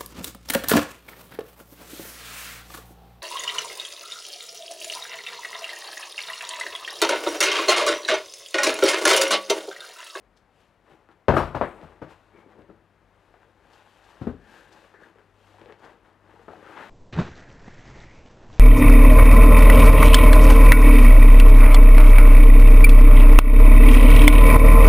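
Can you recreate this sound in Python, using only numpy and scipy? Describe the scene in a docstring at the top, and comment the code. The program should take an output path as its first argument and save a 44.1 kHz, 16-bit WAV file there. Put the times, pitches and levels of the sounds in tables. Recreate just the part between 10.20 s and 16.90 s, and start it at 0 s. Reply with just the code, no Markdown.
"""A small furnished room, one microphone on both channels; the rubbing sounds close, the knocks roomier.
Cloth stirs over a faint low hum. At 1.1 s a sneaker thumps onto the carpet, tumbles and skids: its sole
slaps, its hollow rings, the floor shakes. A foot then works into a shoe, sock, lining and trousers
rubbing and swishing, and at 4 s knocks down into it. To the end, fingers tap and tug at the upper,
laces tick and rubber scuffs."""
import sys
import numpy as np
from scipy import signal
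from scipy.fft import rfft, irfft, next_fast_len
from scipy.io import wavfile
from scipy.ndimage import map_coordinates

SR = 44100
rng = np.random.default_rng(int(sys.argv[2]) if len(sys.argv) > 2 else 0)


def transcribe(u):
    """Save the signal u as a 16-bit wav file named by the first command-line argument.

    u: samples, shape (n,) or (channels, n), limited to [-1, 1]; the rate is SR.
    q: integer samples, one column per channel.
    """
    v = np.clip(np.atleast_2d(u).T, -1, 1)
    q = np.round(v * 32767).astype(np.int16)
    wavfile.write(sys.argv[1], SR, q)


N = 295327
RING = 2 ** 15  # samples that one contact lasts

# Levels in the tables are relative: each source adds its own trim.
# shoe contacts: start_s, level_db, hollow_hz, thud_db, slap_db, room_db, contact_s
# (thud and slap are offsets from the level)
SHOE_CONTACTS = [(1.082,-6,497,-5.5,-9,-3,.0019), (1.101,-10,247,-15,-28,-12,.0029),
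                 (1.135,-9,343,-10.5,-18,-2,.0037), (1.166,-8,1210,-25,-10,-2,.0031),
                 (1.201,-17.5,1050,-5,-10.5,4,.002), (1.347,-19,935,-8.5,-9.5,-2.5,.0035),
                 (1.412,-10,655,-24,-13.5,1.5,.00022), (1.624,-37,201,-5.5,-13,-3,.0061),
                 (1.816,-24.5,307,-12.5,-15,-0.5,.0033), (2.382,-41,461,-10,-21,2,.005),
                 (2.492,-35.5,222,-29,-21,2.5,0.00155), (4.012,-18,160.7,-19.5,-26.5,-1.5,.0053),
                 (4.068,-10.5,255,-20,-30,-2.5,.00256), (6.281,-33.5,404,-19,-11,-2,0.00087)]
# modes of the shoe's hollow: pitch_ratio, level_db
HOLLOW_MODES = [(1.001, 3.5), (1.5, -1.5), (2.299, -15)]
# modes of the floor: pitch_hz, level_db, t60_s
FLOOR_MODES = [(49.7, -9.5, 0.62), (81.9, -1.5, 0.36), (134.6, 7, 0.1), (162.3, -1, 0.17), (236, -0.5, 0.1)]
# the sole sliding on carpet: peak_s, level_db, rise_s, fall_s
CARPET_SKIDS = [(1.17,-45.5,.014,0.0456), (1.44,-61.5,.05,0.12)]
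# hand and sock along the shoe: fastest_s, lining_db, length_s, body_offset_db, swish_offset_db
RUB_STROKES = [(0.398,-71.5,0.11,-3.5,-1), (0.713,-60.5,0.1,3,-12.5), (0.918,-63,0.025,-7,-14),
               (1.628,-57.5,0.22,2.5,-16), (1.911,-52.5,0.047,-3.5,-12), (2.02,-66.5,0.17,-6.5,-10),
               (2.181,-60.5,0.13,2,-17), (2.313,-59,0.053,3.5,-18), (2.393,-63,0.056,10,-18),
               (2.505,-67.5,0.16,3,-19), (3.12,-69.5,0.6,2,-9.5), (3.223,-62,0.037,-7,-19),
               (3.443,-65,.1,1,-12), (3.566,-59.5,0.15,-6,-9), (3.733,-66,.15,-4,-4.5),
               (3.888,-59,0.18,-7,-8.5), (4.032,-58.5,0.13,3,-10.5), (4.352,-57.5,0.17,-1.5,-5.5),
               (4.587,-59,0.19,-1,-8.5), (4.843,-57,0.072,1,-12.5), (4.997,-63.5,0.097,1,-13),
               (5.29,-65,0.23,1.5,-4.5), (5.414,-58.5,0.098,5,-16), (5.504,-53.5,.045,-0.5,-24),
               (5.66,-53.5,0.097,1,-15), (5.871,-62,0.12,0.5,-14.5), (6.096,-60,0.12,0,-19),
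               (6.224,-62.5,0.29,0.5,-10), (6.35,-57.5,0.1,7.5,-12.5), (6.51,-53,0.19,1,-12.5),
               (6.634,-47.5,0.087,-3,-15)]
# resonances of the shoe's body: pitch_hz, width_hz, level_db
BODY_MODES = [(135.7, 31, -9), (214, 47, -4.5), (333.3, 62, 1), (435, 112, -1), (560, 95, -2.5)]
# fingers and tongue on the upper: start_s, level_db, pitch_hz, snap_offset_db
FINGER_TAPS = [(0.888,-44.5,315,-3.5), (2.146,-40.5,385,-22), (2.26,-38.5,340,-30), (2.499,-32.5,323,-28),
               (3.14,-45.5,720,-4), (4.74,-41,403,-6.5), (4.955,-43.5,457,-30), (4.985,-41.5,448,-8),
               (5.342,-46,776,-11), (5.384,-43,970,-9), (5.458,-35.5,480,-22), (5.496,-35.5,437,-35),
               (5.636,-48,430,0), (6.161,-41.5,860,-11), (6.193,-40,466,-9), (6.333,-34.5,790,-16),
               (6.609,-38,228,-16)]
# rubber scuffs: peak_s, level_db, rise_s, fall_s, centre_hz
RUBBER_SCUFFS = [(2.17,-60,.02,0.044,2250), (4.35,-56,0.11,0.16,1650), (4.744,-56,0.0017,.071,1700),
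                 (4.858,-52.5,0.046,0.0086,1600), (6.459,-49,0.024,0.093,1390), (6.576,-43,0.02,0.084,1210)]
# cloth flicks: peak_s, level_db
CLOTH_FLICKS = [(0.173,-65), (3.535,-61), (3.845,-63), (4.528,-58.5), (5.524,-69), (5.595,-69.5),
                (5.65,-63)]
# laces and seams under tension: start_s, level_db
LACE_TICKS = [(1.615,-43), (2.42,-50), (4.135,-53), (5.415,-41.5), (5.459,-40.5), (5.524,-38.5),
              (6.334,-48)]
# second harmonic of the hum: time_s, level_db
HUM_LEVELS = [(0, -80.5), (2, -72), (4.9, -75.5), (5.35, -64), (5.78, -77), (6.05, -66.5), (6.7, -71.5)]
# decay of the room: frequency_hz, t60_s
ROOM_DECAY = [(60, 0.21), (250, 0.16), (1000, 0.16), (3000, 0.29), (12000, 0.19)]

# spectra of the contacts, the friction and the room tone: frequency_hz, density_db
SOLE_SPECTRUM = [(40, -28), (150, -4), (350, 1.5), (600, 4), (1000, -1), (1450, -4.5), (1900, -20),
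                 (2800, -23.5), (4200, -37.5), (8000, -59.5), (16000, -76.5)]
RIM_SPECTRUM = [(400, -32.5), (1300, 2.5), (1700, 11), (2250, 4.5), (2900, -16), (4200, -32), (8000, -37),
                (16000, -66.5)]
GRIT_SPECTRUM = [(800, -29.5), (2500, 5), (4000, 3), (6000, -5.5), (9000, -14), (13000, -13),
                 (16000, -29.5)]
LINING_SPECTRUM = [(200, -21.5), (550, -0.5), (850, 7), (1250, 1), (1750, 0.5), (2200, -8.5), (3200, -16),
                   (5000, -38), (12000, -45)]
SWISH_SPECTRUM = [(1000, -10), (2700, 6.5), (4000, 0), (5500, -6.5), (7500, -8.5), (10000, -14),
                  (13000, -15.5), (16000, -41)]
TICK_SPECTRUM = [(200,-27), (1000,4), (2200,10), (4000,0), (6000,-15), (9000,-43), (16000,-53)]
AIR_SPECTRUM = [(20, -7), (34, -8), (49, -2), (62, -11.5), (110, -17.5), (160, -13), (300, -17.5),
                (500, -15.5), (1200, -19.5), (2000, -24.5), (3200, -34), (6000, -44.5), (12000, -50),
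                (16400, -59.5)]
PILE_SPECTRUM = [(700, -22), (2500, 7.5), (5000, -17), (8000, -5), (13000, -16.5), (16000, -21.5)]
SNAP_SPECTRUM = [(100, -22), (400, 9.5), (1600, 7.5), (2400, -6), (4000, -16.5), (8000, -34.5),
                 (16000, -36)]


def shoe_knocks(ring_cycles=6, crunch_fall_s=0.012):
    """Each contact rings the hollow, cracks the rim, slaps the sole, crushes grit and shakes the floor."""
    out, t = np.zeros(N), np.arange(RING) / SR
    slap, crack, grit = click(SOLE_SPECTRUM), click(RIM_SPECTRUM), click(GRIT_SPECTRUM)
    # neighbouring floor modes swing in opposite directions, so the deepest bass cancels
    floor = sum((-1) ** k * amp(db) * ring(hz, t60_s, rise_s=0.0029)
                for k, (hz, db, t60_s) in enumerate(FLOOR_MODES))
    for start_s, level_db, hz, thud_db, slap_db, room_db, contact_s in SHOE_CONTACTS:
        # the soft sole barely excites high modes, and rubber damps each within a few cycles
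        modes = sum(amp(db + along(SOLE_SPECTRUM, ratio * hz))
                    * ring(ratio * hz, ring_cycles / hz, contact_s) for ratio, db in HOLLOW_MODES)
        hollow = amp(-15.5) * pulse_at_mic(modes, room_db + 0.5)
        # the rim of the sole touches first, then its flat
        rim = amp(slap_db - 18) * pulse_at_mic(crack, room_db + 8.5)
        flat = np.pad(slap, (round(contact_s * SR), 0))[:RING]
        sole = amp(slap_db) * pulse_at_mic(0.3 * slap + flat, room_db + 7.5)
        # a longer contact crushes more grit
        crushed = rng.standard_normal(RING) * (1 - np.exp(-t / contact_s)) * np.exp(-t / crunch_fall_s)
        grit_db = slap_db - 32.5 + 23 * np.log10(contact_s / 0.0018)
        crunch = amp(grit_db) * pulse_at_mic(signal.fftconvolve(grit, crushed), room_db + 5.5)
        thud = amp(thud_db - 7) * pulse_at_mic(floor, room_db=-2.5)
        add(out, start_s + 0.00034, amp(level_db) * (hollow + rim + sole + crunch + thud))
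    return out


def carpet_skids():
    """The tumbling sole drags across the carpet pile."""
    pile = coloured(slips(per_s=7500, spread=0.21), PILE_SPECTRUM)
    return pile * sum(amp(db) * swell(peak_s, rise_s, fall_s)
                      for peak_s, db, rise_s, fall_s in CARPET_SKIDS)


def rubbing():
    """Coarse slips sound the shoe's body, finer ones the lining, the finest the cloth."""
    def body_response(f):
        return sum((-1) ** k * amp(db) * resonance(f, hz, width_hz)
                   for k, (hz, width_hz, db) in enumerate(BODY_MODES))

    power = np.zeros((3, N))
    for fastest_s, db, length_s, body_db, swish_db in RUB_STROKES:
        gains = amp([[db + body_db], [db], [db + swish_db]])
        power += (gains * stroke_speed(fastest_s, length_s)) ** 2
    body_level, lining_level, cloth_level = np.sqrt(power)
    body = amp(-0.5) * body_level * unit(filtered(slips(per_s=700, spread=0.28), body_response))
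    lining = amp(1) * lining_level * coloured(slips(per_s=2000, spread=0.2), LINING_SPECTRUM)
    cloth = amp(2.5) * cloth_level * coloured(slips(per_s=11000, spread=0.15), SWISH_SPECTRUM)
    grip = amp(0.8 * wobble(per_s=35))  # the pull is slightly jerky
    return in_room(grip * (body + lining + cloth), room_db=-9)


def finger_taps():
    """A light touch gives a short pock of the upper with a dry snap on top."""
    out, pulse = np.zeros(N), click(SNAP_SPECTRUM)
    for start_s, level_db, hz, snap_db in FINGER_TAPS:
        pock = amp(-15) * pulse_at_mic(ring(hz, t60_s=10 / hz, rise_s=0.0021), room_db=-0.91)
        snap = amp(snap_db - 9.5) * pulse_at_mic(pulse, room_db=2)
        add(out, start_s + 0.001, amp(level_db) * (pock + snap))
    return out


def scuffs_and_flicks():
    """Rubber rasps in a narrow band; cloth flicks briefly in a wide, high one."""
    rubber = np.zeros(N)
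    for peak_s, db, rise_s, fall_s, hz in RUBBER_SCUFFS:
        width_hz = 0.45 * hz * np.exp(0.17 * (db + 51))  # a harder scuff is broader
        rubber += amp(db) * swell(peak_s, rise_s, fall_s) * rasp(hz, width_hz)
    flicks = sum(amp(db) * swell(peak_s, rise_s=0.0067, fall_s=0.012) for peak_s, db in CLOTH_FLICKS)
    cloth = flicks * rasp(hz=4180, width_hz=5600)
    return in_room(rubber + cloth, room_db=-8)


def lace_ticks():
    """A lace or seam lets go with a single dry click."""
    out, tick = np.zeros(N), click(TICK_SPECTRUM)
    tick /= np.abs(tick).max()
    for start_s, level_db in LACE_TICKS:
        add(out, start_s, amp(level_db) * signal.fftconvolve(tick, room_response(room_db=-5)))
    return out


def room_tone(hum_hz=49.5):
    """Room air and a wavering low hum of two harmonics."""
    t = np.arange(N) / SR
    phase = 2 * np.pi * hum_hz * t + 0.25 * wobble(per_s=1.3)
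    fundamental = amp(-89) * unit(np.sin(phase))
    second = amp(np.interp(t, *np.transpose(HUM_LEVELS)) + 2) * unit(np.sin(2 * phase))
    air = amp(-63) * coloured(rng.standard_normal(N), AIR_SPECTRUM)
    return fundamental + second + air


def room_response(room_db, late_db=-19, late_t60_s=0.8, build_s=0.0022):
    """Direct sound, then a fresh diffuse tail: a quick decay and a weak lingering one."""
    hz, t, noise = signal.stft(rng.standard_normal(RING), SR, nperseg=256)
    quick = amp(-60 * t / along(ROOM_DECAY, hz)[:, None])
    late = amp(late_db - 60 * t / late_t60_s)
    response = signal.istft(noise * (quick + late), SR, nperseg=256)[1][:RING]
    response *= 1 - np.exp(-(np.arange(RING) / SR / build_s) ** 2)
    response *= amp(room_db) / np.linalg.norm(response)
    response[0] = 1  # the direct path
    return response


def pulse_at_mic(pulse, room_db):
    """A pulse through the room, at rms 1 over its first 25 ms."""
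    sound = signal.fftconvolve(pulse, room_response(room_db))[:RING]
    return sound / np.sqrt(np.mean(sound[:SR // 40] ** 2))


def in_room(x, room_db):
    """A lasting sound through the room, at about the same power."""
    response = room_response(room_db)
    return signal.fftconvolve(x, response / np.linalg.norm(response))[:N]


def ring(hz, t60_s, rise_s):
    """One damped mode that builds up while the contact lasts."""
    t = np.arange(RING) / SR
    return np.sin(2 * np.pi * hz * t) * amp(-60 * t / t60_s) * (1 - np.exp(-(t / rise_s) ** 2))


def click(spectrum):
    """The shortest causal pulse with this spectrum."""
    magnitude = amp(along(spectrum, np.fft.rfftfreq(RING, 1 / SR)))
    cepstrum = irfft(np.log(magnitude))
    cepstrum[1:RING // 2] *= 2
    cepstrum[RING // 2:] = 0
    return irfft(np.exp(rfft(cepstrum)))


def slips(per_s, spread):
    """Fibres catch and let go at random moments, with a log-normal spread of strength."""
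    caught = rng.random(N) < per_s / SR
    return caught * rng.standard_normal(N) * np.exp(spread * rng.standard_normal(N))


def rasp(hz, width_hz):
    """Dense slips sound one patch of rubber or cloth, at rms 1."""
    fibres = slips(per_s=7000, spread=0.15)
    return unit(filtered(fibres, lambda f: resonance(f, hz, width_hz) ** 2 / (1 + (f / (2 * hz)) ** 2)))


def resonance(f, hz, width_hz):
    """Causal response of one resonance."""
    return 1j * f * width_hz / (hz * hz - f * f + 1j * f * width_hz)


def stroke_speed(fastest_s, length_s, rise_share=0.34, fall_share=0.5):
    """A stroke gathers speed, rounds off and eases away."""
    t = np.arange(N) / SR - fastest_s
    scale_s = length_s * np.where(t < 0, rise_share, fall_share)
    return np.exp(1 - np.hypot(1, t / scale_s))


def swell(peak_s, rise_s, fall_s):
    """A level that climbs to a peak and dies away."""
    t = np.arange(N) / SR - peak_s
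    return np.exp(-np.abs(t) / np.where(t < 0, rise_s, fall_s))


def wobble(per_s):
    """A smooth random curve with per_s knots a second."""
    knots = rng.standard_normal(int(N * per_s / SR) + 4)
    return map_coordinates(knots, [np.arange(N) * per_s / SR])


def coloured(x, spectrum):
    """x shaped by a spectrum, at rms 1."""
    return unit(filtered(x, lambda hz: amp(along(spectrum, hz))))


def filtered(x, response):
    """x through a frequency response."""
    size = next_fast_len(N + SR // 2)
    return irfft(rfft(x, size) * response(np.fft.rfftfreq(size, 1 / SR)), size)[..., :N]


def along(points, hz):
    """Read (frequency_hz, value) points on a log axis."""
    frequencies, values = np.transpose(points)
    return np.interp(np.log(hz + 1), np.log(frequencies + 1), values)


def amp(db):
    """Decibels to gain."""
    return 10 ** (np.asarray(db) / 20)


def unit(x):
    """Scale to rms 1."""
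    return x / np.sqrt(np.mean(x ** 2) + 1e-20)


def add(track, start_s, sound):
    """Mix a sound into the track."""
    part = track[round(start_s * SR):][:len(sound)]
    part += sound[:len(part)]


def scene():
    """Everything reaches one microphone, fed more strongly to the left channel."""
    mono = (shoe_knocks() + carpet_skids() + scuffs_and_flicks() + finger_taps() + lace_ticks()
            + rubbing() + room_tone())
    return mono * amp([[3.0], [-4.65]])


def record(dry, low_cut_hz=43, ceiling=0.72, top_hz=16300):
    """The microphone drops the deepest bass; the loudest peaks are rounded off; the band is limited."""
    x = signal.sosfilt(signal.butter(4, low_cut_hz, "highpass", fs=SR, output="sos"), dry)
    squeeze = (1 + (np.abs(x[0]) / ceiling) ** 8) ** (-1 / 8)  # the left channel sets the gain of both
    return filtered(x * squeeze, lambda hz: hz < top_hz)


dry = scene()
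out = record(dry)
transcribe(out)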